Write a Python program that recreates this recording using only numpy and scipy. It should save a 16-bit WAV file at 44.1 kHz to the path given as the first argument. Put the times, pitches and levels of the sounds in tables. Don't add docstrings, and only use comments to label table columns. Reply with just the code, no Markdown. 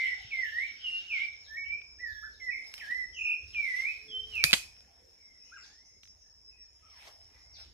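import sys
import numpy as np
from scipy import signal
from scipy.fft import rfft, irfft, next_fast_len
from scipy.io import wavfile
from scipy.ndimage import uniform_filter1d, map_coordinates

SR = 44100
rng = np.random.default_rng(int(sys.argv[2]) if len(sys.argv) > 2 else 0)


def gain_from_db(level_db):
    decades = np.asarray(level_db, float) / 20
    return 10 ** decades


def transcribe(u):
    v = np.clip(np.atleast_2d(u).T, -1, 1)
    q = np.round(v * 32767).astype(np.int16)
    wavfile.write(sys.argv[1], SR, q)


N = 340893
T = np.arange(N) / SR
LEAD = SR // 10

# frequency [Hz], gain [dB].
WINDPIPE = [(1600, -17.5), (1720, -11.5), (1900, -0.5), (2100, -2.5), (2400, 0.4), (2800, -0.5),
            (3100, -3.5), (3400, -6)]


def unit(x):
    return x / np.sqrt(np.mean(x ** 2) + 1e-20)


def along(points, hz):
    f, v = np.transpose(points)
    return np.interp(np.log(hz + 1), np.log(f + 1), v)


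def curves(rows, t=T):
    s, *cols = np.transpose(rows)
    return [np.interp(t, s, c) for c in cols]


def wobble(rate_hz):
    return map_coordinates(rng.standard_normal(int(N * rate_hz / SR) + 4), [T * rate_hz])


def filtered(x, response):
    m = next_fast_len(x.shape[-1] + 8192)
    spectrum = rfft(x, m) * response(np.fft.rfftfreq(m, 1 / SR))
    return irfft(spectrum, m)[..., :x.shape[-1]]


def sides(db):
    return gain_from_db(np.array([db / 2, -db / 2]))


def add(track, s, sound):
    part = track[..., round(s * SR):][..., :sound.shape[-1]]
    part += sound[..., :part.shape[-1]]


def swells(rows):
    t = T[::64]
    swell_db = 23
    gains = []
    for s, db, rise_s, fall_s, *_ in rows:
        gain = gain_from_db(db - swell_db * np.maximum((s - t) / rise_s, (t - s) / fall_s))
        gains.append(np.interp(T, t, gain))
    return np.array(gains)


def rush(gain, patchy_db, grainy_db=0):
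    # frequency [Hz], left-right correlation.
    alike = [(60, 0.88), (250, 0.69), (1000, 0.19), (3000, -0.16), (5400, 0.68), (9000, -0.21)]
    grains = gain_from_db(grainy_db * unit(uniform_filter1d(rng.standard_normal(N), size=60)))
    z = signal.stft(grains * rng.standard_normal((2, N)), nperseg=512)[2]
    field = uniform_filter1d(rng.standard_normal(z.shape[1:]), size=6, axis=0)
    field = uniform_filter1d(field, size=12, axis=1)
    pair = signal.istft(z * gain_from_db(patchy_db * unit(field)), nperseg=512)[1][:, :N]

    def mid_side(hz):
        turn = np.arccos(np.clip(along(alike, hz), -1, 1)) / 2
        return gain(hz) * np.array([np.cos(turn), np.sin(turn)])

    mid, side = filtered(pair, mid_side)
    return unit(np.array([mid + side, mid - side]))


def echoes(x, stretch, early_db):
    # frequency [Hz], t60 [s].
    wood = [(300, 0.33), (2200, 0.51), (5000, 0.7), (12000, 0.6)]
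    hz, t, z = signal.stft(rng.standard_normal((2, SR)), SR, nperseg=256)
    t60 = stretch * along(wood, hz)[:, None]
    decay = gain_from_db(-60 * t / t60) + gain_from_db(-14 - 60 * t / (1.2 * t60))
    tail = signal.istft(z * decay, SR, nperseg=256)[1]
    tail = np.pad(tail / np.linalg.norm(tail[0]), ((0, 0), (200, 0)))
    for port in tail:
        port[rng.integers(150, 1300, size=8)] += gain_from_db(early_db) * rng.standard_normal(8)
    return signal.fftconvolve(x, tail, axes=1)[:, :x.shape[-1]]


def whistle(hz, db, edge_s):
    t = np.arange(len(hz)) / SR
    size = np.sqrt(2) * gain_from_db(db) * np.clip(np.minimum(t, t[-1] - t) / edge_s, 0, 1)
    return size, 2 * np.pi * np.cumsum(hz) / SR


def slur(effort_db, attack_s, release_s, path):
    t = np.arange(path[0][0], path[-1][0], 1 / SR)
    hz, = curves(path, t)
    edges = np.clip(1 - (t - t[0]) / attack_s, 0, 1) + np.clip(1 - (t[-1] - t) / release_s, 0, 1)
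    edge_db = 16.5
    return t, hz, effort_db + along(WINDPIPE, hz) - edge_db * edges, 0 * t


def trill(note):
    t = np.arange(note[0][0], note[-1][0], 1 / SR)
    return t, *curves(note, t)


def thrush():
    # (time [s], pitch [Hz]).
    dips = [
        (-34.5, 0.022, 0.015, [(.305, 2810), (.321, 2277), (.35, 2128), (.42, 2013), (.455, 1767), (.51, 1705), (.58, 1936), (.635, 2250), (.655, 2410)]),
        (-34, 0.05, 0.027, [(1.075, 3053), (1.123, 2418), (1.165, 2170), (1.19, 2080), (1.235, 2337), (1.26, 2350)]),
        (-35.5, 0.034, 0.058, [(2.797, 2900), (2.806, 2250), (2.815, 1880), (2.835, 1682), (2.865, 1603), (2.914, 1951), (2.95, 2026), (3.0, 2025), (3.06, 1902)]),
        (-35, 0.031, 0.017, [(3.53, 3540), (3.548, 2487), (3.575, 2370), (3.62, 2296), (3.688, 2020), (3.74, 1971), (3.846, 2180), (3.89, 2544), (3.91, 2552)]),
        (-35.5, 0.05, 0.029, [(4.31, 3090), (4.368, 2570), (4.42, 2243), (4.45, 2452), (4.47, 2502), (4.515, 2565)]),
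    ]
    # ([s], [Hz]).
    held = [
        (-36, 0.026, 0.06, [(.82, 3390), (.845, 2960), (.875, 2780), (1.0, 2799)]),
        (-39.5, 0.055, 0.0054, [(1.465, 1580), (1.49, 1738), (1.535, 1770), (1.572, 1913)]),
        (-40, 0.0044, 0.048, [(1.566, 2217), (1.677, 2273), (1.77, 2398), (1.79, 2594)]),
        (-37, 0.075, 0.05, [(1.985, 1667), (2.005, 2003), (2.04, 1946), (2.08, 1759), (2.15, 1704), (2.3, 1749)]),
        (-36.5, 0.045, 0.0092, [(2.398, 2262), (2.415, 2040), (2.458, 2035), (2.51, 1904)]),
        (-33, 0.097, 0.092, [(4.08, 3404), (4.1, 3342), (4.125, 3062), (4.17, 3095), (4.25, 3179)]),
    ]
    # time [s], centre pitch [Hz], level [dB], pitch swing [Hz].
    trills = [
        [(-.087, 2127, -32, 139), (0, 2130, -34, 140), (.07, 2107, -36, 133), (.135, 2053, -39, 134),
         (.15, 2020, -87.5, 140)],
        [(2.505, 2610, -48.5, 60.4), (2.53, 2242, -38, 88.5), (2.56, 2118, -42, 88), (2.62, 2184, -51.5, 90)],
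        [(3.13, 3232, -61.5, 82), (3.19, 2633, -40, 151), (3.26, 2561, -35.5, 150), (3.33, 2577, -36, 150),
         (3.37, 2493, -50.5, 141)],
    ]
    # frequency [Hz], strength [dB].
    overtone_db = [(3000, -45.5), (4100, -39.5), (4700, -45.5), (6500, -51.5), (7500, -62.5), (8000, -43.5),
                   (8800, -44.5), (9300, -57.5), (9700, -68.5), (11300, -66.5), (12000, -47.5),
                   (12900, -46.5), (13500, -68), (15300, -57)]
    order_db = {2: -3, 3: 1, 5: -12, 7: 1, 9: 3}
    # time [s], left-right difference [dB].
    bearing = [(0, -2.5), (.7, -3.5), (1.5, -3), (2.1, -5.5), (2.6, -4.5), (3.5, -4), (4.6, -5)]
    trill_hz, dwell = 46.35, 0.27

    song = np.zeros(LEAD + N)
    hoarse = np.pad(0.9 + 1.5 * wobble(260), (LEAD, 0), mode="reflect")
    for t, hz, db, swing_hz in [slur(*note) for note in dips + held] + [trill(note) for note in trills]:
        turn = 2 * np.pi * trill_hz * (t - t[0])
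        beat_hz = swing_hz * (np.cos(turn) - dwell * np.cos(2 * turn))
        hz = uniform_filter1d(hz, size=700, mode="nearest") - beat_hz
        size, phase = whistle(hz, db + 0.015 * beat_hz, edge_s=0.003)
        overtones = 0
        for k in range(2, 10):
            strength = gain_from_db(along(overtone_db, k * hz) + order_db.get(k, 0))
            overtones = overtones + (k * hz < 15450) * strength * np.sin(k * phase)
        spared = gain_from_db(-along(WINDPIPE, hz).clip(-7, 0) * (hz < 2000))
        rough = hoarse[LEAD + round(t[0] * SR):][:len(t)]
        add(song, t[0] + LEAD / SR, size * (np.sin(phase) + spared * rough * overtones))
    pan_db = np.pad(curves(bearing)[0], (LEAD, 0), mode="edge")
    return sides(pan_db) * np.array([np.roll(song, 3), song])


def twigs():
    # time [s], peak [dB], splinter t60 [s], body [dB].
    dry_twigs = [(0.2204, -55.5, 0.0091, -1.5), (0.2484, -83, 0.016, -8), (0.9025, -50.5, 0.017, 12),
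                 (1.817, -51.5, 0.011, 20.5), (2.6448, -54, 0.019, 0), (2.668, -57.5, 0.04, -5),
                 (2.678, -57, .02, -6), (2.717, -57.5, 0.017, 2), (2.7393, -37.5, 0.02, -2),
                 (2.7793, -47.5, 0.04, 3), (2.9097, -46, 0.032, 9), (3.5465, -49.5, 0.012, 12),
                 (4.3537, -45.5, 0.012, -21.5), (4.766, -60, 0.013, 7), (4.8068, -59, 0.014, -3),
                 (6.0326, -53, 0.02, 5.5), (6.054, -57, 0.013, -1), (6.0749, -59, 0.016, -1),
                 (7.03, -62, .015, -1), (7.215, -63, .015, 0), (7.648, -61, .015, -3)]
    # time [s], peak [dB], splinter t60 [s], body [dB].
    branch = [
        (4.4394, -9.5, 0.017, 0),
        (4.5089, -33, .01, -8),
        (4.519, -35, .01, -8.5),
        (4.5302, -11.5, 0.014, 3.5),
        (4.5331, -19.5, .02, -1),
        (4.5361, -17, 0.03, 1.5),
        (4.545, -34, 0.024, 2),
    ]
    # frequency [Hz], density [dB per Hz].
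    snap = [(60, -38), (150, -18), (300, -27), (550, -14.5), (850, -21), (1250, -11.5), (2200, 2.5),
            (3200, -4.5), (4300, 1.5), (5800, -10), (8200, -19), (11000, -13.5), (14500, -19.5),
            (16300, -38)]
    # frequency [Hz], density [dB per Hz].
    split = [(45, -38), (100, -12.5), (890, -20.5), (1500, -7.5), (2080, -1.5), (3200, -2), (4400, -2),
             (6000, -14), (14500, -26.5), (16300, -45.5)]
    # frequency [Hz], left-right difference [dB].
    shadow = [(500, -0.5), (1500, -4.5), (4000, -8.5), (8000, 8), (14000, 6)]
    split_from_s, rise_s, margin = 4.5, 0.00044, 40

    out, t = np.zeros((2, N)), np.arange(SR // 20) / SR
    for s, db, t60, body_db in dry_twigs + branch:
        noise = rng.standard_normal((3, len(t)))
        shared = np.array([np.roll(noise[0], 5), noise[0]])
        burst = (shared + noise[1:]) * gain_from_db(-60 * t / t60) * np.clip(t / rise_s, 0, 1)
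        burst[[0, 1], [49, 44]] += 10
        burst += filtered(burst.mean(0) - burst, lambda f: f < 1000)

        def colour(f):
            wood_db = along(split if s > split_from_s else snap, f)
            body = along([(2500, body_db), (7000, 0.01)], f)
            return gain_from_db(wood_db + body) * sides(along(shadow, f))

        crack = filtered(np.pad(burst, ((0, 0), (margin, 0))), colour)
        add(out, s - margin / SR, gain_from_db(db + 15) * crack / np.abs(crack).max())
    return out


def litter():
    # time [s], peak [dB], rise [s], fall [s], weight [dB].
    footfalls = [(1.42, -84, 0.11, 1, 4), (2.25, -83, 0.17, 0.063, 6), (2.87, -66.5, 0.46, 0.27, -3.5),
                 (3.63, -76, 0.11, 0.17, -22), (3.81, -56.5, 0.38, 0.31, -24),
                 (4.351, -66.5, 0.15, 0.45, -14), (4.53, -61, 0.25, 0.19, 5), (4.85, -90, .3, 0.97, 5.5),
                 (5.68, -77, 0.36, 0.11, -3), (6.24, -100.5, 0.65, 0.253, 8.5),
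                 (7.0, -71, 0.22, 0.36, -3.5), (7.076, -65.5, 0.09, 0.06, 10), (7.35, -83, 0.18, 0.8, 5.5),
                 (7.6, -65.5, 0.045, 0.073, 0)]
    # time [s], peak [dB], rise [s], fall [s].
    sprigs = [
        (.1, -89.5, 0.33, 0.24),
        (.6, -79, 0.25, 0.26),
        (1.28, -84.5, 0.41, 0.079),
        (2.85, -84, .4, 0.17),
        (4.55, -73.5, 0.25, 0.15),
        (5.1, -89.5, .2, 0.29),
        (7.075, -77, 0.09, 0.14),
        (7.6, -100, 0.053, .08),
    ]
    # time [s], level [dB].
    gust = [(0.0, -58.5), (0.3, -65.5), (0.6, -64.5), (0.76, -68), (.98, -60), (1.08, -66), (1.2, -57.5),
            (1.35, -73.5), (1.7, -120)]
    # frequency [Hz], density [dB per Hz].
    rustle = [(240, -44), (400, -30.5), (798, -13.5), (1590, -2.5), (2180, 7.5), (4230, 1), (5410, 0.5),
              (9000, -25.5), (11700, -61), (19800, -120)]
    # frequency [Hz], density [dB per Hz].
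    crackling = [(3530, -33.5), (6000, -2), (7580, -12.5), (8260, -5), (15300, -13.5), (15600, -60.5)]
    # frequency [Hz], density [dB per Hz].
    crunching = [(150, -24.5), (300, -18.5), (700, -1.5), (1300, -8), (2200, -5), (3500, -39)]
    # frequency [Hz], density [dB per Hz].
    sough = [(500, -36.5), (750, -13), (1050, -31), (1500, -9), (1900, -10), (2550, -3), (3000, 5.5),
             (3350, -3.5), (3700, -1), (4100, -10), (4500, -7.5), (7000, -22), (9000, -49.5)]

    def layer(gain, spectrum, grainy_db):
        return gain * rush(lambda f: gain_from_db(along(spectrum, f)), 3, grainy_db)

    steps = swells(footfalls)
    weight = gain_from_db(np.array(footfalls)[:, -1])
    stir = steps.sum(0) + gain_from_db(-91.5)
    crunch = weight @ steps + gain_from_db(-84)
    crackle = gain_from_db(-13) * steps.sum(0) + gain_from_db(-91.5) + swells(sprigs).sum(0)
    leaves = layer(gain_from_db(8.5) * stir, rustle, grainy_db=1.5)
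    leaves += layer(gain_from_db(2.5) * crunch, crunching, grainy_db=-2.5)
    leaves += layer(gain_from_db(8) * crackle, crackling, grainy_db=1)
    return leaves + layer(gain_from_db(curves(gust)[0] + 12), sough, grainy_db=0.5)


def thumps():
    # time [s], level [dB], frequency [Hz].
    knocks = [
        (0.248, -47, 111),
        (2.903, -53, 283),
        (3.467, -54, 60.3),
        (4.445, -30.5, 150.2),
        (4.534, -29.5, 198.1),
        (4.4405, -43, 587),
        (4.531, -36.5, 530),
        (7.075, -56, 637),
        (7.075, -51, 2150),
    ]
    cycles, rise_s = 9, 0.0006
    out, t = np.zeros(N), np.arange(SR // 4) / SR
    for s, db, hz in knocks:
        size = gain_from_db(db - 1 - 60 * t / max(cycles / hz, 0.04)) * (1 - np.exp(-t / rise_s))
        add(out, s, size * np.sin(2 * np.pi * hz * t))
    return out


def calls(rows, flutter_hz, fade_db=0):
    flock, shake = np.zeros((2, N)), wobble(120)
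    pans_db = rng.normal(0, 3.5, len(rows))
    for (s, length_s, start, middle, end, db), pan_db in zip(rows, pans_db):
        u = np.linspace(-1, 1, round(length_s * SR))
        hz = middle + (end - start) / 2 * u + ((start + end) / 2 - middle) * u * u
        hz = hz + flutter_hz * shake[round(s * SR):][:len(u)]
        size, phase = whistle(hz, db - fade_db * u, length_s * 0.18)
        add(flock, s, sides(pan_db)[:, None] * size * np.sin(phase))
    return flock


def chucks():
    # start [s], length [s], top [Hz], end [Hz], level [dB].
    near = [
        (2.226, 0.058, 1575, 1360, -54),
        (5.514, 0.073, 1621, 1070, -54),
    ]
    # start [s], length [s], start, middle, end [Hz], level [dB].
    clear = [
        (5.59, 0.072, 1320, 1505, 1580, -64),
        (5.66, 0.19, 1580, 1840, 2180, -73.5),
        (6.82, 0.087, 1210, 1290, 1220, -70.5),
        (6.9, 0.11, 1240, 1050, 815, -75.5),
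    ]
    hooks = [(s, length_s, 0.74 * top, top, end, db) for s, length_s, top, end, db in near]
    return calls(hooks, flutter_hz=14) + calls(clear, flutter_hz=40)


def far_birds():
    # start [s], length [s], middle pitch [Hz], level [dB].
    steep = [
        (1.433, 0.043, 3670, -57),
        (2.042, 0.13, 4040, -62),
        (2.291, 0.13, 3720, -67),
        (5.61, 0.03, 4140, -54.5),
        (5.672, 0.039, 3970, -70.5),
        (7.527, 0.04, 4160, -53),
        (7.604, 0.039, 3850, -63.5),
    ]
    # start [s], held pitch [Hz], level [dB].
    run = [
        (5.435, 6500, -66),
        (5.64, 6560, -65.5),
        (5.843, 6520, -65),
        (6.019, 6480, -65.5),
        (6.2, 6410, -67.5),
    ]
    # start [s], length [s], start pitch [Hz], end pitch [Hz], level [dB].
    stray = [(1.629, 0.036, 2540, 3217, -55), (2.76, 0.04, 3068, 3080, -52),
             (1.986, 0.0077, 2320, 2430, -52.5), (3.106, 0.083, 5390, 7100, -57),
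             (2.075, 0.21, 3480, 3390, -71.5), (4.851, 0.11, 773, 650, -70.5), (4.974, 0.13, 531, 462, -69),
             (5.157, .22, 2278, 1992, -66), (5.39, 0.049, 2570, 2620, -70), (5.43, 0.05, 2670, 2990, -69.5),
             (5.43, 0.052, 2090, 2130, -74), (5.46, 0.091, 2510, 2455, -65), (5.56, 0.048, 7120, 7260, -64),
             (5.554, 0.036, 2950, 1790, -57), (5.819, 0.17, 2143, 2083, -74),
             (6.229, 0.057, 1785, 1813, -73.5), (6.506, 0.03, 2605, 2423, -61.5),
             (6.529, 0.093, 2447, 2376, -73), (6.555, 0.093, 1955, 1805, -73),
             (0.031, 0.058, 760, 760, -73), (0.169, 0.053, 752, 747, -63), (0.349, 0.052, 750, 746, -65.5),
             (0.562, .04, 760, 743, -66.5), (6.973, 0.057, 977, 790, -70), (7.053, 0.034, 830, 644, -63.5),
             (7.099, 0.13, 657, 652, -70), (7.295, 0.082, 2460, 2294, -71.5),
             (7.318, 0.13, 1888, 2135, -71), (7.44, 0.12, 2156, 2084, -72), (7.528, .03, 5500, 6310, -62),
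             (6.848, .1, 2485, 1900, -72), (5.4, .06, 2150, 2090, -75), (7.567, 0.042, 2784, 960, -76.5)]
    rise_s, hold_s, from_hz = 0.012, 0.07, 5500
    sweeps = [(s, length_s, 1.28 * hz, hz, 0.74 * hz, db) for s, length_s, hz, db in steep]
    rises = [(s, rise_s, from_hz, (from_hz + hz) / 2, hz, db + 8) for s, hz, db in run]
    holds = [(s + rise_s, hold_s, hz, hz, hz, db - 4) for s, hz, db in run]
    glides = [(s, length_s, start, (start + end) / 2, end, db) for s, length_s, start, end, db in stray]
    return calls(sweeps, flutter_hz=190, fade_db=4) + calls(rises + holds + glides, flutter_hz=65)


def dove():
    # time [s], pitch [Hz], level [dB].
    coo = [
        (3.901, 434.7, -89),
        (4.1, 435.5, -62),
        (4.3, 437.3, -67.5),
        (4.459, 438, -73.5),
    ]
    t = np.arange(coo[0][0], coo[-1][0], 1 / SR)
    size, phase = whistle(*curves(coo, t), edge_s=0.031)
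    return np.pad(size * np.sin(phase), (round(t[0] * SR), N))[:N]


def cicadas():
    # time [s], level [dB].
    chorus = [(0, -60.5), (.7, -63), (1.3, -61), (2.0, -63), (2.6, -61), (3.3, -61.5), (3.9, -62),
              (4.5, -62.5), (5.05, -69), (5.6, -61), (6, -69.5), (6.4, -65), (7, -65.5), (7.73, -65)]
    # centre [Hz], width [Hz].
    tymbals = [
        (5330, 570),
        (6450, 1000),
    ]
    singers_hz = [5130, 5270, 5380, 5430, 5550]
    drift = 0.007 * wobble(4)

    def blur(centre, width):
        band = rush(lambda f: 1 / (1 + ((f - centre) / (width / 2)) ** 4), patchy_db=2.5, grainy_db=2.5)
        return gain_from_db(wobble(6)) * band

    def singer(hz):
        pitch = hz * (1 + drift + 0.008 * wobble(13) + 0.001 * wobble(60))
        line = gain_from_db(6 * wobble(16) + 3 * wobble(60)) * np.sin(2 * np.pi * np.cumsum(pitch) / SR)
        return np.array([line, np.roll(line, 3)])

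    lower, upper = [blur(*row) for row in tymbals]
    lines = unit(sum(singer(hz) for hz in singers_hz))
    return gain_from_db(curves(chorus)[0]) * (gain_from_db(-1) * lower + gain_from_db(5) * lines + gain_from_db(-12) * upper)


def air():
    # frequency [Hz], density [dB per Hz].
    hush_db = [(76, -45.5), (130, -14), (183, -9), (489, -9.5), (1030, -29.5), (1840, -20), (4460, -41.5),
               (5340, 7), (5910, -23), (6930, -24.5), (7510, -30.5), (11200, -41), (15300, -47),
               (15600, -90)]
    # time [s], level [dB].
    breeze = [(0, -72), (.7, -76.5), (4.2, -71.5), (5.2, -78), (7, -81.5), (7.73, -77.5)]
    # frequency [Hz], density [dB per Hz].
    rumble_db = [(15, -47.5), (25, -21.5), (40, -7), (62, 1.5), (85, -2.5), (110, -11), (170, -28),
                 (300, -61)]
    # time [s], peak [dB], rise [s], fall [s].
    grip = [
        (.1, -67, .1, 1.6),
        (1.72, -62.5, 0.47, 0.15),
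        (2.15, -61, 0.48, 0.75),
        (3.12, -62, 0.23, 0.3),
        (3.44, -59, 0.058, 0.47),
        (4.5, -56.5, 0.59, 0.47),
        (6.07, -75, 0.6, 0.89),
        (7.73, -60.5, 1.1, .1),
    ]
    hush = rush(lambda f: gain_from_db(along(hush_db, f)) * (abs(f - 5800) > 1100), patchy_db=3)
    rumble = rush(lambda f: gain_from_db(along(rumble_db, f)), patchy_db=0)
    hand = (swells(grip).sum(0) + gain_from_db(-75.5)) * gain_from_db(0.5 * wobble(14))
    return gain_from_db(curves(breeze)[0] + 1.5) * hush + sides(-2)[:, None] * hand * rumble


def scene():
    # frequency [Hz], gain [dB].
    leaf_return = [(600, -1.5), (1600, -5), (2500, -7), (4200, -6), (7000, 6), (15300, 5.5), (15600, -49.5)]
    hooks, snaps, far = chucks(), twigs(), far_birds()
    song = thrush() + np.pad(gain_from_db(-3) * hooks, ((0, 0), (LEAD, 0)))
    near = gain_from_db(0.5) * (song + echoes(song, stretch=0.82, early_db=-12))[:, LEAD:]
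    distant = gain_from_db(-17) * far + echoes(far, stretch=0.8, early_db=-14)
    bright = filtered(snaps, lambda f: gain_from_db(along(leaf_return, f)))
    snaps = snaps + gain_from_db(-8.5) * echoes(bright, stretch=0.42, early_db=-27)
    birds = near + gain_from_db(-6) * hooks + distant + dove()
    return birds + snaps + thumps() + litter() + cicadas() + air()


def top_cut(x):
    return signal.sosfilt(signal.butter(12, 16510, fs=SR, output="sos"), x)


def record(dry):
    held = dry / (1 + np.abs(dry) ** 10) ** (1 / 10)
    held = filtered(held, lambda f: f < 16450)
    return top_cut(held)


dry = scene()
out = record(dry)
transcribe(out)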